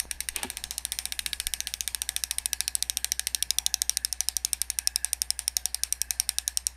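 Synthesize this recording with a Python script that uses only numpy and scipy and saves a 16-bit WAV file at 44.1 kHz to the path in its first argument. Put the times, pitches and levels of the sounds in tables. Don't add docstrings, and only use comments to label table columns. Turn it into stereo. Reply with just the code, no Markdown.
import sys
import numpy as np
from scipy import signal
from scipy.fft import rfft, irfft, next_fast_len
from scipy.io import wavfile
from scipy.ndimage import uniform_filter1d

SR = 44100
rng = np.random.default_rng(int(sys.argv[2]) if len(sys.argv) > 2 else 0)


def wav_out(sig):
    wavfile.write(sys.argv[1], SR, np.round(np.clip(np.atleast_2d(sig).T, -1, 1) * 32767).astype(np.int16))


def makeup_ratio(level_db):
    decades = np.asarray(level_db, float) / 20
    return 10 ** decades


N = 298116


def evened(x):
    return x / np.sqrt(np.mean(x ** 2) + 1e-20)


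def read(points, hz):
    f, value = np.transpose(points)
    return np.interp(np.log(hz + 1), np.log(f + 1), value)


def curve(points):
    return np.interp(np.arange(N) / SR, *np.transpose(points))


def add(mix, s, sound):
    part = mix[round(s * SR):][:len(sound)]
    part += sound[:len(part)]


def shaped(x, gain):
    size = next_fast_len(len(x), real=True)
    hz = np.fft.rfftfreq(size, 1 / SR)
    return irfft(rfft(x, size) * gain(hz), size)[:len(x)]


def coloured(x, points):
    return shaped(x, lambda hz: makeup_ratio(read(points, hz)))


def ring(modes, detune, uneven_db, size):
    hz, db, t60 = np.transpose(modes)[:, :, None]
    t = np.arange(size) / SR
    shift, more = rng.standard_normal((2, len(modes), 1))
    decay = makeup_ratio(db + uneven_db * more - 60 * t / t60)
    return (decay * np.sin(2 * np.pi * hz * (1 + detune * shift) * t)).sum(0)


def lumps(size):
    values = rng.standard_normal(N // size + 2)
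    return np.interp(np.arange(N) / size, np.arange(len(values)), values) * np.sqrt(3 / 2)


# time in seconds, rim turned towards it in dB,
# axle rocking in the fingers in dB, hub nearness in dB.
WHEEL_POSE = [(0.0, 3.5, -4, -1), (0.4, 3.9, -2.5, -6), (0.8, -7.5, 0, -2.5), (1.19, 6, 2.5, -6),
              (1.59, 0.4, 3, -5.5), (1.99, 1, 1.5, -1), (2.39, 5.5, -0.8, -2.4), (2.78, -0.5, 6.2, 2),
              (3.18, 5.5, 0, -1.1), (3.58, 0.5, 9, 4.2), (3.98, 0.5, -2, 4.5), (4.37, -5, -2.5, 4.5),
              (4.77, -0.1, -6, 2.5), (5.17, -2.6, -4, 6), (5.57, -0.3, -2, 3.5), (5.96, -1, -5, 3),
              (6.36, 2.5, 1, 2), (6.76, -12.5, -2.3, 6)]


def pose(column):
    return curve(np.array(WHEEL_POSE)[:, [0, column]])


# time in seconds, teeth a second.
WHEEL_SPEED = [(0.0, 7.926), (0.2417, 12.168), (0.3871, 14.315), (0.6899, 14.548), (0.7138, 13.779),
               (1.0428, 15.101), (1.1925, 14.197), (1.6517, 14.956), (2.0911, 13.713), (2.5606, 13.493),
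               (2.8406, 13.807), (3.3235, 13.051), (3.458, 12.404), (3.8832, 13.178), (4.7198, 11.612),
               (5.0838, 11.622), (5.3825, 11.464), (6.7578, 10.418)]


def passed():
    return np.cumsum(curve(WHEEL_SPEED)) / SR


def landings():
    return np.r_[0, np.flatnonzero(np.diff(np.floor(passed())))]


TEETH_PER_TURN = 15


def swell(peak_tooth, count):
    return np.cos(2 * np.pi * count * (passed() - peak_tooth) / TEETH_PER_TURN)


# frequency in Hz, level in dB, t60 in seconds.
RIM_MODES = [(1700, -8, .012), (1950, -3, .007), (2320, -2, .008), (2570, -2, .009), (2900, 0, .005)]
LOW_SHELL_MODES = [(3250, -2, .004), (3750, 0, .006), (4250, -3, .004)]
SHELL_MODES = [(5000, -6, .004), (5600, 0, .007), (6050, -4, .004), (6700, -6, .004)]
PAWL_MODES = [(8200, -8, .004), (8800, -3, .005), (9350, 0, .0075), (10100, -6, .004), (10800, -8, .004)]
SPRING_MODES = [(11600, -0.5, 0.004), (12420, 2, 0.0045), (13400, -0.5, 0.004), (14200, -7, 0.004),
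                (15700, -30, .003)]
THUD_MODES = [(560, -11, .01), (800, 0, .016), (1250, -7, .008)]
SPOKE_MODES = [(1690, -2, .1), (2020, -5, .05), (2330, -1, .055), (2560, 0, .085)]
TYRE_MODES = [(752, 0, .15), (870, -6, .045)]
FLANGE_MODES = [(3470, 0, 0.019), (3740, -9, 0.13), (4030, -3, 0.066), (5480, -12, 0.096), (5730, 8, 0.058)]


def tooth(bands, rim_db, low_db, shell_db, pawl_db, lag_ms, spring_db, tyre_db, spoke_db):
    when, strength = rng.random((2, 8))
    when[:2] = 0, 1
    strength[:2] = 1.5, .7
    fade = np.where(np.arange(8) > 1, .75 - 0.29 * when, 1)
    at = np.clip(when * max(lag_ms - .45, .3) * SR / 1000, 0, 399).astype(int)
    blows = np.zeros(400)
    np.add.at(blows, at, strength * fade)

    quick_parts = (RIM_MODES, LOW_SHELL_MODES, SHELL_MODES, PAWL_MODES, SPRING_MODES, THUD_MODES)
    slow_parts = (SPOKE_MODES, TYRE_MODES, FLANGE_MODES)
    quick = [ring(part, detune=.018, uneven_db=3, size=500) for part in quick_parts]
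    slow = [ring(part, detune=.007, uneven_db=3, size=3000) for part in slow_parts]
    levels_db = (rim_db, low_db, shell_db, pawl_db, (shell_db + pawl_db) / 2 + spring_db,
                 tyre_db - 8.0, rim_db + spoke_db, tyre_db - 9.5, (low_db + shell_db) / 2)
    out = np.zeros(3400)
    for part, db, (band, more_db) in zip(quick + slow, levels_db, bands):
        rung = signal.sosfilt(band, signal.convolve(part, blows))
        add(out, 0, makeup_ratio(db + more_db) * rung / np.linalg.norm(rung))
    return out


# lowest frequency in Hz, highest frequency in Hz, level in dB.
PART_BANDS = [
    (1665, 4830, 1.5),
    (2910, 4700, 0.85),
    (5005, 7070, 0.53),
    (7715, 11000, 0.13),
    (11530, 14800, -7),
    (370, 1400, -23),
    (1650, 3100, -11),
    (574, 1300, -21),
    (3200, 5640, -15.5),
]
# mean energy in dB, share of rim turn, of rocking,
# of nearness [dB per dB].
PART_LAWS = [
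    (-13, 0.95, -0.082, 0.01),
    (-6.5, 0.29, 0.85, 0.01),
    (-2.5, 0.14, 0.17, 1.29),
    (-.5, 0.41, -0.064, 0.84),
]
# time in seconds, extra dB in rim and low shell,
# extra dB in shell, extra dB in pawls.
ODD_TEETH = [(0.36, -3.5, 2, 2), (0.5, -5, -4.1, -1.5), (0.57, -3.5, -3.1, -2.5), (0.64, 0.5, -1, -4),
             (0.71, -3, 1.5, -3.5), (0.78, -2.5, 1.5, 2.5), (0.85, 1, -2.5, 5), (0.99, -0.5, 5, -1.5),
             (1.33, 2.5, -5, -4.3), (1.47, -0.5, 4, 4.5), (1.54, 1.5, 5.5, 4), (1.6, -0.3, 7.5, -3),
             (1.67, 0.2, -2, -3.8), (1.74, -2.5, 3, -4), (1.81, -0.3, 5.5, -3.5), (2.38, -3.5, -4.9, 2.5),
             (2.46, 0.5, -1.3, 4), (2.75, -8, -6, 5), (3.12, -2.5, 6.5, -2.7), (3.74, -2, 1.5, -6),
             (4.13, -8.5, -2.7, -4.9), (4.7, -2.2, -1.5, -2), (4.87, 2, 5, 2.5), (5.05, 0.5, -6.5, 0.7),
             (5.39, -3, -12, -4.5), (5.57, 0, 3.5, -1.8), (5.75, -3, -3.2, -2.5), (6.2, 0.0, 3.5, 2.5),
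             (6.57, 1.0, 0.5, 2.5), (6.67, 1.0, -0.5, 3.5)]
SCATTER_DB = 1.3
LEAD_S = .0005
LAG_MS, LAG_SWING_MS, LAG_PEAK_TOOTH, LAG_SCATTER_MS = 1.15, 1.5, 2.0, .25
SPRING_DB, SPRING_PER_NEAR = -0.5, -0.51
TYRE_DB, TYRE_SWING_DB, TYRE_PEAK_TOOTH, TYRE_PER_NEAR = 0.5, 4, -1.9, 0.46
SPOKE_SWING_DB, SPOKE_PEAK_TOOTH = 3.0, 5.6


def ratchet():
    out, at = np.zeros(N), landings()
    bands = []
    for low_hz, high_hz, db in PART_BANDS:
        bands.append((signal.butter(3, [low_hz, high_hz], "band", fs=SR, output="sos"), db))
    held = np.array([np.ones(N), pose(column=1), pose(column=2), pose(column=3)])[:, at]
    near_db = held[3]
    chance = rng.standard_normal((len(at), 7)).T

    parts_db = np.array(PART_LAWS) @ held + SCATTER_DB * chance[:4]
    for s, low_db, shell_db, pawl_db in ODD_TEETH:
        k = abs(at / SR - s).argmin()
        extra_db = np.array([low_db, low_db, shell_db, pawl_db])
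        parts_db[:, k] += extra_db - SCATTER_DB * chance[:4, k] * [0, 0, 1, 1]

    lateness = ((1 + swell(LAG_PEAK_TOOTH, count=1)[at]) / 2) ** 2
    lag_ms = LAG_MS + LAG_SWING_MS * lateness + LAG_SCATTER_MS * chance[4]
    spring_db = SPRING_DB + SPRING_PER_NEAR * near_db + SCATTER_DB * chance[5]
    tyre_db = TYRE_DB + TYRE_SWING_DB * swell(TYRE_PEAK_TOOTH, count=2)[at]
    tyre_db += TYRE_PER_NEAR * near_db + SCATTER_DB * chance[6]
    spoke_db = SPOKE_SWING_DB * swell(SPOKE_PEAK_TOOTH, count=1)[at]
    for sample, row in zip(at, np.vstack([parts_db, lag_ms, spring_db, tyre_db, spoke_db]).T):
        add(out, max(sample / SR - LEAD_S, 0), tooth(bands, *row))
    return out


# frequency in Hz, level in dB per Hz.
AIR_COLOUR = [(15, -14), (40, 5.5), (90, -6), (200, -7.5), (400, -13.5), (600, -11), (1300, -13),
              (2000, -6), (3500, -21), (5500, -12), (7300, -24), (9300, -11), (13000, -32), (16000, -40)]
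AIR_DB = -58
# frequency in Hz, width in Hz, level in dB.
BEARING_BANDS = [(767, 160, -12), (846, 40, -16), (1680, 250, 0.5), (1970, 180, -22), (2630, 85, -11),
                 (14800, 80, -18)]
# frequency in Hz, level in dB rms.
MAINS_HUM = [(60, -50), (120, -92), (243, -78)]
BEARING_DB, BEARING_SWING_DB, BEARING_PEAK_TOOTH, BEARING_PER_RIM = -62, 2.5, 5, 0.15
BEARING_FADE_S, BEARING_FADE_DB_PER_S = 6.5, -78
STIR_DB, STIR_DB_PER_S, STIR_PER_ROCK, STIR_LUMPS_DB = -62, -1.49, 0.27, 2.5
SWAY_DB, SWAY_DB_PER_S, SWAY_PER_ROCK, SWAY_LUMPS_DB = -59, -3.5, .8, 6


def background():
    t = np.arange(N) / SR
    bearing_db = BEARING_DB + BEARING_SWING_DB * swell(BEARING_PEAK_TOOTH, count=1)
    bearing_db += BEARING_PER_RIM * pose(column=1)
    bearing_db += BEARING_FADE_DB_PER_S * np.maximum(t - BEARING_FADE_S, 0)
    out = makeup_ratio(AIR_DB) * evened(coloured(rng.standard_normal(N), AIR_COLOUR))
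    for f, width, db in BEARING_BANDS:
        slow_t = t[::2000]
        slow = evened(uniform_filter1d(rng.standard_normal(len(slow_t)), size=2))
        waver = np.interp(t, slow_t, slow)
        narrow = shaped(rng.standard_normal(N), lambda hz: 1 / (1 + (2 * (hz - f) / width) ** 4))
        out += makeup_ratio(bearing_db + db + 3.8 * waver) * evened(narrow)

    rocking_db = pose(column=2)
    rumble = shaped(rng.standard_normal(N), lambda hz: (hz > 12) / (1 + (hz / 38) ** 4))
    sway_db = SWAY_DB + SWAY_DB_PER_S * t + SWAY_PER_ROCK * rocking_db + SWAY_LUMPS_DB * lumps(size=5000)
    out += makeup_ratio(sway_db) * evened(rumble)
    stirred = shaped(rng.standard_normal(N),
                     lambda hz: 1 / (1 + (75 / (hz + 1)) ** 4) / (1 + (hz / 220) ** 2))
    stir_db = STIR_DB + STIR_DB_PER_S * t + STIR_PER_ROCK * rocking_db + STIR_LUMPS_DB * lumps(size=2500)
    out += makeup_ratio(stir_db) * evened(stirred)
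    return out + sum(makeup_ratio(db) * np.sqrt(2) * np.sin(2 * np.pi * f * t + 1.3) for f, db in MAINS_HUM)


# start in seconds, level in dB, brightness in Hz, ring of the cavity in dB,
# ring of the casing in dB.
KNOCKS = [(.0535, -16, 900, -60, -50), (.0537, -30, 3500, -50, -50), (3.564, -38, 4500, -40, -40),
          (3.57, -26, 500, -50, -44), (3.972, -28, 500, -50, -44), (.384, -40, 1500, -22, -14),
          (.395, -33, 3000, -30, -22), (.4325, -34, 2500, -24, -1), (.4440, -36, 2500, -22, -6),
          (.4475, -30, 1500, -3, -16), (2.03, -42, 1000, -26, -12), (4.938, -44, 1500, -36, -20)]
# frequency in Hz, level in dB, t60 in seconds.
CAVITY_MODES = [(85.4, -5.5, 0.27), (231, -43, 0.023), (256, 3, 0.069), (372, -1.5, 0.11)]
CASING_MODES = [(840, 7, 0.07), (910, 2, 0.061), (1400, 2, 0.018), (1970, 1, .02), (2550, -13, .02)]
# time in seconds, level in dB.
RUB_LEVEL = [(.28, -85), (.35, -49.5), (.365, -38), (.4, -40), (.41, -47), (.43, -45), (.445, -35),
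             (.46, -49), (.7, -74)]
# frequency in Hz, level in dB per Hz.
RUB_COLOUR = [(100, -17), (300, -6), (700, -6.5), (1500, -7.5), (2600, -0.5), (4300, -8.5), (6000, -20),
              (10000, -17), (15500, -48)]


def hand():
    out = np.zeros(N)
    for s, db, bright_hz, cavity_db, casing_db in KNOCKS:
        push = np.hanning(int(SR / bright_hz) + 3)
        body = makeup_ratio(cavity_db) * ring(CAVITY_MODES, detune=.01, uneven_db=1, size=6000)
        body += makeup_ratio(casing_db) * ring(CASING_MODES, detune=.02, uneven_db=2, size=6000)
        body[0] -= 4.0
        add(out, s, makeup_ratio(db) * np.convolve(body, push / push.sum()))
    slip_db = 1.87 * rng.exponential(1, N // 40 + 1).repeat(40)[:N]
    slips = rng.standard_normal(N) * makeup_ratio(slip_db)
    out += makeup_ratio(curve(RUB_LEVEL)) * evened(coloured(slips, RUB_COLOUR))
    return signal.sosfilt(signal.butter(2, 75, "high", fs=SR, output="sos"), out)


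# frequency in Hz, level in dB.
ALL_ROUND_COLOUR = [(400, -30), (800, -7.5), (1300, -12.5), (1700, -1.5), (2500, -1.5), (3100, -6.5),
                    (3900, -2.5), (4600, -1.5), (5600, -2.5), (7300, -9), (9100, 2.5), (11500, -9.5),
                    (14000, -20), (15400, -22)]
ALL_ROUND_DB = 5


def all_round():
    out, click = np.zeros(N), coloured(signal.unit_impulse(256, "mid"), ALL_ROUND_COLOUR)
    click /= np.linalg.norm(click)
    for s in landings() / SR:
        add(out, max(s - 128 / SR, 0), makeup_ratio(ALL_ROUND_DB + 2 * rng.standard_normal()) * click)
    return out


# frequency in Hz, t60 in seconds.
ROOM_DECAY = [(300, 0.7), (1500, 0.11), (4000, 0.2), (9000, 0.16), (15000, 0.2)]
# delay in seconds, spread in seconds, level
# against the rest of the tail in dB.
EARLY_DIPS = [(0.01, 0.015, -1.5), (.022, 0.0017, -6)]
ROOM_DB, ROOM_PER_NEAR = -17, -0.21


def room(x):
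    out, turn = np.zeros(N), 2 * np.pi * 2.6 * np.arange(N) / SR
    sent = x * makeup_ratio(ROOM_DB + ROOM_PER_NEAR * pose(column=3))
    for k in range(3):
        taps = np.zeros(SR // 2)
        at = np.arange(150, len(taps) - 10, 10)
        near_db = sum(db * np.exp(-((at / SR - s) / spread) ** 2) for s, spread, db in EARLY_DIPS)
        taps[at + rng.integers(0, 10, len(at))] = rng.choice([-1., 1.], len(at)) * makeup_ratio(near_db)
        hz, t, z = signal.stft(taps, SR, nperseg=256)
        decay = makeup_ratio(-60 * t / read(ROOM_DECAY, hz)[:, None])
        tail = signal.istft(z * decay, SR, nperseg=256)[1]
        share = np.sqrt(2 / 3) * np.cos(turn + k * np.pi / 3)
        out += signal.oaconvolve(sent * share, tail / np.linalg.norm(tail))[:N]
    return out


def shaded(x):
    hz, t, z = signal.stft(x, SR, nperseg=512)
    patches = uniform_filter1d(rng.standard_normal(z.T.shape), size=30, axis=0)
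    patches = uniform_filter1d(patches, size=7, axis=1)
    patches = uniform_filter1d(patches, size=12, axis=0)
    shade_db = 2.5 * evened(patches.T)
    return signal.istft(z * makeup_ratio(shade_db), SR, nperseg=512)[1][:N]


# frequency in Hz, half width in Hz, level in dB.
OFF_AXIS_BANDS = [(3180, 170, 1), (4830, 230, -3), (7430, 720, 0.5)]
QUIET_EDGE_HZ = 15600


def off_axis(hz):
    off_axis_db = sum(db * np.exp(-((hz - centre_hz) / width) ** 2) for centre_hz, width, db in OFF_AXIS_BANDS)
    return (hz < QUIET_EDGE_HZ) * makeup_ratio(off_axis_db)


def scene():
    direct = ratchet() + hand()
    faint = shaded(room(makeup_ratio(-7.0) * direct + all_round())) + background()
    return np.tile(direct + shaped(faint, off_axis), (2, 1))


def roll_off(x):
    return signal.sosfilt(signal.butter(12, 16840, fs=SR, output="sos"), x)


# frequency in Hz, side against mid in dB.
SIDE_COLOUR = [(60, -22), (150, -22), (350, -20), (700, -18.5), (1400, -19), (2800, -22.5), (5500, -24),
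               (10000, -23), (14000, -19)]
SIDE_SHARE, SIDE_DB = .27, -14.5
SIDE_FOLLOW = 0.63


def record(dry):
    dry = dry / (1 + abs(dry) ** 6) ** (1 / 6)
    hz, t, z = signal.stft(dry[0], SR, nperseg=256)
    grain = np.exp(2j * np.pi * rng.random(z.shape))
    tiles = rng.random((z.shape[1] // 8 + 1, len(hz) // 4 + 1)).repeat(8, axis=0).repeat(4, axis=1).T
    differs = tiles[:len(hz), :len(t)] < SIDE_SHARE
    side_gain = makeup_ratio(read(SIDE_COLOUR, hz) + SIDE_DB)[:, None]
    side = abs(z) ** SIDE_FOLLOW * grain * differs * side_gain
    side = signal.istft(side, SR, nperseg=256)[1][:N]
    return roll_off(0.91 * (dry + [side, -side]))


dry = scene()
out = record(dry)
wav_out(out)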